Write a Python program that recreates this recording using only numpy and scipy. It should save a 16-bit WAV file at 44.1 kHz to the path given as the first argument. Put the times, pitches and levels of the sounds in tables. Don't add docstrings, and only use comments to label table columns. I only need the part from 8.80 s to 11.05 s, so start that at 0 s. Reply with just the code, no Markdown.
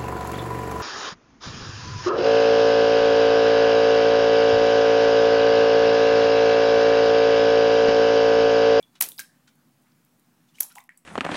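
import sys
import numpy as np
from scipy import signal
from scipy.fft import rfft, irfft
from scipy.io import wavfile
from scipy.ndimage import uniform_filter1d, minimum_filter1d

SR = 44100
rng = np.random.default_rng(int(sys.argv[2]) if len(sys.argv) > 2 else 0)


def convert_level_to_amplitude(level_db):
    exponent = np.asarray(level_db, float) / 20
    return 10 ** exponent


def materialize(psi):
    bounded = np.clip(np.atleast_2d(psi).T, -1, 1)
    quanta = np.round(bounded * 32767).astype(np.int16)
    wavfile.write(sys.argv[1], SR, quanta)


N = 99225
KNOCK_RISE_MS = 0.2105


def evened(x):
    return x / np.sqrt(np.mean(x ** 2) + 1e-20)


def read(points, hz):
    f, value = np.transpose(points)
    return np.interp(np.log(hz + 1), np.log(f + 1), value)


def add(mix, start_s, sound):
    part = mix[round(start_s * SR):][:len(sound)]
    part += sound[:len(part)]


def resonate(x, hz, width_hz):
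    turn = np.exp(2j * np.pi * hz * np.arange(len(x)) / SR)
    pole = np.exp(-np.pi * width_hz / SR)
    return 2 * (turn * signal.lfilter([1 - pole], [1, -pole], x / turn)).real


def band_pass(x, low_hz, high_hz):
    return signal.sosfilt(signal.butter(2, [low_hz, high_hz], "band", fs=SR, output="sos"), x)


def low_pass(x, hz):
    return signal.oaconvolve(x, signal.firwin(511, hz, window=("kaiser", 8), fs=SR)[None], "same")


def struck(t, rise_ms, t60_ms):
    return (1 - np.exp(-(1000 * t / rise_ms) ** 2)) * convert_level_to_amplitude(-60 * 1000 * t / t60_ms)


def wobbles(t, count):
    rough, rough_ms = 0.45, 4
    span = round(rough_ms * SR / 1000)
    z = rng.standard_normal((count, 2, len(t)))
    z = uniform_filter1d(uniform_filter1d(z, span), span)
    onset = np.minimum(t * 1000 / rough_ms / 2, 1)
    return 1 + rough * onset * (z[:, 0] + 1j * z[:, 1]) / z.std()


def hum():
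    # (frequency [Hz], density [dB per Hz])
    hum_tone = [(40, -41), (85, -36), (135, -3.5), (260, -1.5), (420, -14), (1100, -15), (4000, -24),
                (15500, -25)]
    # (frequency [Hz], width [Hz], level [dB])
    hum_peaks = [(149.3, 50.7, -70.5), (243, 14, -72)]
    hiss_db, patch_db = -65.5, 1.3
    duck_s, duck_db, duck_back_s = 1.81, -5.5, 2.2
    frames, hz = N // 256 + 5, np.fft.rfftfreq(1024, 1 / SR)
    a, b, patches = rng.standard_normal((frames, 513, 3)).T
    patches = evened(uniform_filter1d(uniform_filter1d(patches, 12, 0), 10, 1))
    z = (a + 1j * b) * convert_level_to_amplitude(read(hum_tone, hz)[:, None] + patch_db * patches)
    out = convert_level_to_amplitude(hiss_db) * evened(signal.istft(z, nperseg=1024, noverlap=768)[1][:N])
    for peak_hz, width_hz, db in hum_peaks:
        fuzz = resonate(rng.standard_normal(N), peak_hz, width_hz)
        out = out + convert_level_to_amplitude(db) * evened(resonate(fuzz, peak_hz, width_hz))
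    after_s = np.arange(N) / SR - duck_s
    return out * convert_level_to_amplitude(duck_db * (after_s > 0) * np.exp(-abs(after_s) / duck_back_s))


def bubbles(mix):
    # (time [s], level [dB], start pitch [Hz], pitch rise [fraction per 10 ms], t60 [ms])
    pops = [
        (1.7830, -34, 2000, .55, 20),
        (1.7970, -46, 2100, .02, 25),
        (1.9570, -47, 680, .12, 40),
        (1.9620, -45, 800, .015, 110),
        (1.9640, -43, 880, .11, 110),
        (2.1590, -57, 4400, .08, 20),
        (.0020, -56, 2300, .01, 60),
        (.4090, -36.5, 1605, .002, 45),
        (1.7420, -59, 2800, .06, 90),
        (1.686, -63, 3500, .002, 70),
    ]
    rise_ms, glide_stop_ms = 4, 19.9
    t = np.arange(8000) / SR
    for (s, db, hz, rise, t60_ms), wobble in zip(pops, wobbles(t, len(pops))):
        turns = np.cumsum(hz * (1 + rise * np.minimum(t * 1000, glide_stop_ms) / 10)) / SR
        tone = (wobble * np.exp(2j * np.pi * turns)).imag
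        add(mix, s, convert_level_to_amplitude(db) * struck(t, rise_ms, t60_ms) * tone)


def room(x):
    # (frequency [Hz], t60 [s])
    wall_t60 = [(300, 0.1964), (900, 0.298), (2000, 0.15), (5500, 0.35), (10000, 0.28), (15000, 0.091)]
    # (frequency [Hz], gain [dB])
    wall_tone = [(300, 2.5), (1000, -5), (2500, 1.5), (6000, -11.5), (12000, -5.5), (16000, 7.5)]
    near_db, near_t60_s, far_db, wall_ms = -12, 0.11, -7.5, 13
    taps = np.zeros((2, SR // 2))
    at = np.arange(40, SR // 2 - 10, 10)
    for row in taps:
        row[at + rng.integers(0, 10, len(at))] = rng.choice([-1., 1.], len(at))
    t = np.arange(SR // 2) / SR
    near = taps[0] * convert_level_to_amplitude(-60 * t / near_t60_s)
    hz, u, z = signal.stft(taps[1], SR, nperseg=256)
    far = signal.istft(z * convert_level_to_amplitude(-60 * u / read(wall_t60, hz)[:, None]), SR, nperseg=256)[1][:len(t)]
    far = far * (1 - np.exp(-(1000 * t / wall_ms) ** 4))
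    tone = convert_level_to_amplitude(read(wall_tone, np.fft.rfftfreq(len(t), 1 / SR)))
    far = irfft(rfft(far / np.linalg.norm(far)) * tone, len(t))
    tail = convert_level_to_amplitude(near_db) * near / np.linalg.norm(near) + convert_level_to_amplitude(far_db) * far
    return signal.fftconvolve(x, tail)[:N]


def snaps(mix):
    # (time [s], level [dB], bright centre [Hz], t60 [ms])
    first_bout = [(.0273, -47.5, 9100, 4.4), (0.1567, -58, 7950, 5.9), (.2038, -30, 10000, 40),
                  (.2070, -17, 9000, 8), (.2082, -7, 13000, 8), (.2113, -6.5, 12800, 5),
                  (.2218, -12, 13000, 5), (.2228, -13.5, 11000, 12), (.2250, -21, 10500, 12),
                  (.2302, -24, 7000, 10), (.2872, -24, 13300, 10), (.2903, -30, 13000, 10),
                  (.3185, -38, 11000, 10), (.3790, -45, 11000, 11), (.3843, -36.5, 13200, 44),
                  (.3926, -21.5, 12500, 7.4), (.3930, -26, 5500, 13), (.4003, -22, 8500, 1.2),
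                  (.4012, -27, 13000, 8), (1.1196, -59.5, 4660, 7.2), (.7546, -59, 11800, 7.6),
                  (1.0213, -59, 10970, 8.6), (1.249, -52.5, 13100, 7), (1.3962, -52.5, 12000, 8.3),
                  (.0035, -52, 8650, 2.9)]
    # (time [s], level [dB], bright centre [Hz], t60 [ms])
    second_bout = [(1.786, -45, 12000, 2.5), (1.7908, -49, 7200, 7), (1.7960, -34, 5830, 14),
                   (1.8028, -27, 12000, 25), (1.8054, -16, 12000, 6), (1.8056, -21, 6500, 5),
                   (1.8076, -12, 13000, 5), (1.8102, -23, 13000, 12), (1.8230, -33, 7500, 8),
                   (1.8316, -24, 13500, 6), (1.8312, -27, 7100, 5.6), (1.8370, -37, 12500, 14),
                   (1.887, -43, 13000, 7), (1.9192, -46, 5240, 11), (1.9250, -43, 14500, 6),
                   (1.953, -42, 8050, 20), (1.9575, -38.5, 12700, 2), (1.966, -52, 10000, 7.3),
                   (1.978, -63, 9050, 8), (1.9833, -38, 10200, 1.7), (1.9903, -41.5, 14800, 4.5),
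                   (2.004, -48, 7780, 14), (2.0390, -49.5, 12030, 8.2), (2.092, -50, 9000, 4),
                   (2.175, -47, 13200, 5.9), (2.174, -46.5, 10000, 7.4), (2.0140, -60, 11000, 7.3)]
    rise_ms, q, broad_db, broad_low = 0.33, 2.21, -11, 0.39
    t = np.arange(3000) / SR
    for s, db, hz, t60_ms in list(first_bout) + list(second_bout):
        wave = rfft(rng.standard_normal(len(t)) * struck(t, rise_ms, t60_ms))
        wave = wave / np.sqrt(uniform_filter1d(abs(wave) ** 2, size=60))
        burst = irfft(wave, len(t)) * (t < t[-1] / 2)
        core = resonate(resonate(burst, hz, hz / q), hz, hz / q)
        broad = signal.sosfilt(signal.butter(3, broad_low * hz, "high", fs=SR, output="sos"), burst)
        sound = core / np.linalg.norm(core) + convert_level_to_amplitude(broad_db) * broad / np.linalg.norm(broad)
        add(mix, s, convert_level_to_amplitude(db) * sound / abs(sound).max())


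def knocks(mix):
    # (time [s], level [dB], pitch [Hz], t60 [ms])
    hits = [(0.028, -48, 3430, 26), (.2084, -30, 2000, 7), (.2112, -13, 2450, 4.5), (.2115, -28, 950, 16),
            (.2228, -23, 4200, 6), (0.224, -24.5, 5920, 11), (.2230, -22.5, 1940, 5.6),
            (.2290, -42, 737, 48), (0.288, -35, 4740, 4.9), (0.3186, -34, 3570, 6.4),
            (0.3801, -37.5, 4920, 18), (0.386, -29, 3930, 7.5), (0.3927, -33.5, 1615, 54),
            (.3930, -56, 1790, 20), (0.3933, -29.5, 2190, 7.2), (0.211, -23, 3060, 6.8),
            (0.679, -60, 1446, 82), (1.8075, -28, 3420, 4.2), (1.807, -25.5, 2220, 3.8),
            (1.8080, -32.5, 1110, 2), (1.8078, -36.5, 500, 5.2), (1.8056, -5.5, 11300, 4.5),
            (1.80775, -5, 11900, 3.5), (1.8079, -5, 13300, 3.5), (1.9, -60, 1350, 31),
            (1.9140, -57, 1394, 55), (1.9575, -29, 1280, 1.95), (1.958, -34, 3060, 2),
            (1.9790, -43.5, 2670, 11), (2.0030, -51.5, 3660, 16), (0.254, -52.5, 60, 120),
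            (.3920, -57, 44.8, 100), (1.8070, -53, 50.3, 47), (1.8430, -50, 790, 20),
            (1.9836, -33, 2030, 9.3), (2.0920, -38, 1892, 25.3), (2.0921, -46.5, 2200, 17),
            (2.1753, -44.5, 7850, 10), (.0390, -55, 3383, 50), (1.7848, -44, 2210, 5.8),
            (1.8078, -34.5, 1000, 5.6), (.2110, -23.5, 1970, 10), (.3840, -51.5, 900, 25),
            (1.9140, -56, 3900, 20), (1.8077, -38.5, 326, 8.1)]
    t = np.arange(8000) / SR
    for (s, db, hz, t60_ms), wobble in zip(hits, wobbles(t, len(hits))):
        tone = (wobble * np.exp(2j * np.pi * hz * t)).imag
        add(mix, s, convert_level_to_amplitude(db) * struck(t, KNOCK_RISE_MS, t60_ms) * tone)


def scrapes(mix):
    # (time [s], level [dB], low edge [Hz], high edge [Hz], length [ms])
    drags = [
        (0.123, -77.5, 712, 6200, 56),
        (0.152, -59, 850, 4815, 24),
        (.672, -62.5, 1314, 6600, 24),
        (1.05, -74, 1201, 2308, 57),
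        (1.675, -74.5, 1983, 6980, 49),
        (1.737, -66, 1953, 9000, 125),
        (1.897, -61.5, 1230, 3340, 28),
        (1.961, -58.5, 1960, 14900, 36),
    ]
    grit_db, peak = 2.5, 0.3
    for s, db, low_hz, high_hz, ms in drags:
        noise, drift = rng.standard_normal((2, 5000))
        u = np.arange(5000) / SR * 1000 / ms / peak
        grit = noise * convert_level_to_amplitude(grit_db * evened(uniform_filter1d(drift, 60)))
        add(mix, s, convert_level_to_amplitude(db) * u * np.exp(1 - u) * evened(band_pass(grit, low_hz, high_hz)))


def grainy_tails(mix):
    # (time [s], level [dB], low edge [Hz], high edge [Hz], t60 [ms])
    tails = [(.2120, -38, 3000, 8000, 120), (.2240, -37, 3000, 9000, 150),
             (.2130, -45.5, 294.4, 2000, 200), (.2920, -53, 9200, 15500, 350),
             (.3940, -45.5, 1350, 6500, 134), (1.8120, -54.5, 620, 1250, 245),
             (1.8100, -56, 3200, 7400, 160), (1.8320, -49, 5000, 9600, 110),
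             (.6745, -62.5, 1740, 5400, 83), (2.1760, -62, 7700, 10000, 110),
             (1.9750, -55.5, 750, 1080, 230), (2.0980, -56.5, 1700, 2270, 190),
             (.4300, -66, 1550, 1840, 630), (.2400, -57.5, 190, 450, 450)]
    ticks_per_s, spread_db, tick_ms = 1800, 4, 0.5
    t = np.arange(9000) / SR
    for s, db, low_hz, high_hz, t60_ms in tails:
        chance, size = rng.random((2, len(t)))
        ticks = (chance < ticks_per_s / SR) * convert_level_to_amplitude(-spread_db * np.log(size + .02))
        decay = np.exp(-1000 / tick_ms / SR)
        grains = rng.standard_normal(len(t)) * signal.lfilter([1], [1, -decay], ticks)
        tail_noise = evened(band_pass(grains, low_hz, high_hz))
        add(mix, s, convert_level_to_amplitude(db) * struck(t, KNOCK_RISE_MS, t60_ms) * tail_noise)


def scene():
    knock_room_db, mic_low_hz, low_leak_db = -3, 244, -8
    floor, crabs, hollow = hum(), np.zeros(N), np.zeros(N)
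    bubbles(hollow)
    snaps(crabs)
    knocks(hollow)
    scrapes(crabs)
    wet = crabs + hollow + room(crabs + convert_level_to_amplitude(knock_room_db) * hollow)
    grainy_tails(wet)
    thin = signal.butter(2, mic_low_hz, "high", fs=SR, output="sos")
    return (signal.sosfilt(thin, wet) + convert_level_to_amplitude(low_leak_db) * wet + floor)[None]


def top_cut(x):
    return signal.sosfilt(signal.butter(12, 17110, fs=SR, output="sos"), x)


def record(dry):
    hush_under_db, hush_db, hush_ms, hush_hz = 23, -13, 11, 1500
    edge_hz, edge_leak_db, top_hz, offset = 15900, -24, 17050, -0.000099
    level_db = 10 * np.log10(abs(uniform_filter1d(dry ** 2, size=44)) + 1e-12)
    span = round(hush_ms * SR / 1000)
    coming_db = -minimum_filter1d(-level_db, span, origin=-(span // 2))
    depth = np.clip((coming_db - level_db - hush_under_db) / 6, 0, 1)
    hush = convert_level_to_amplitude(hush_db * uniform_filter1d(depth, size=30))
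    low = low_pass(dry, hush_hz)
    x = low + hush * (dry - low)
    edge = low_pass(x, edge_hz)
    mix = edge + convert_level_to_amplitude(edge_leak_db) * (low_pass(x, top_hz) - edge) + offset
    return top_cut(mix)


dry = scene()
out = record(dry)
materialize(out)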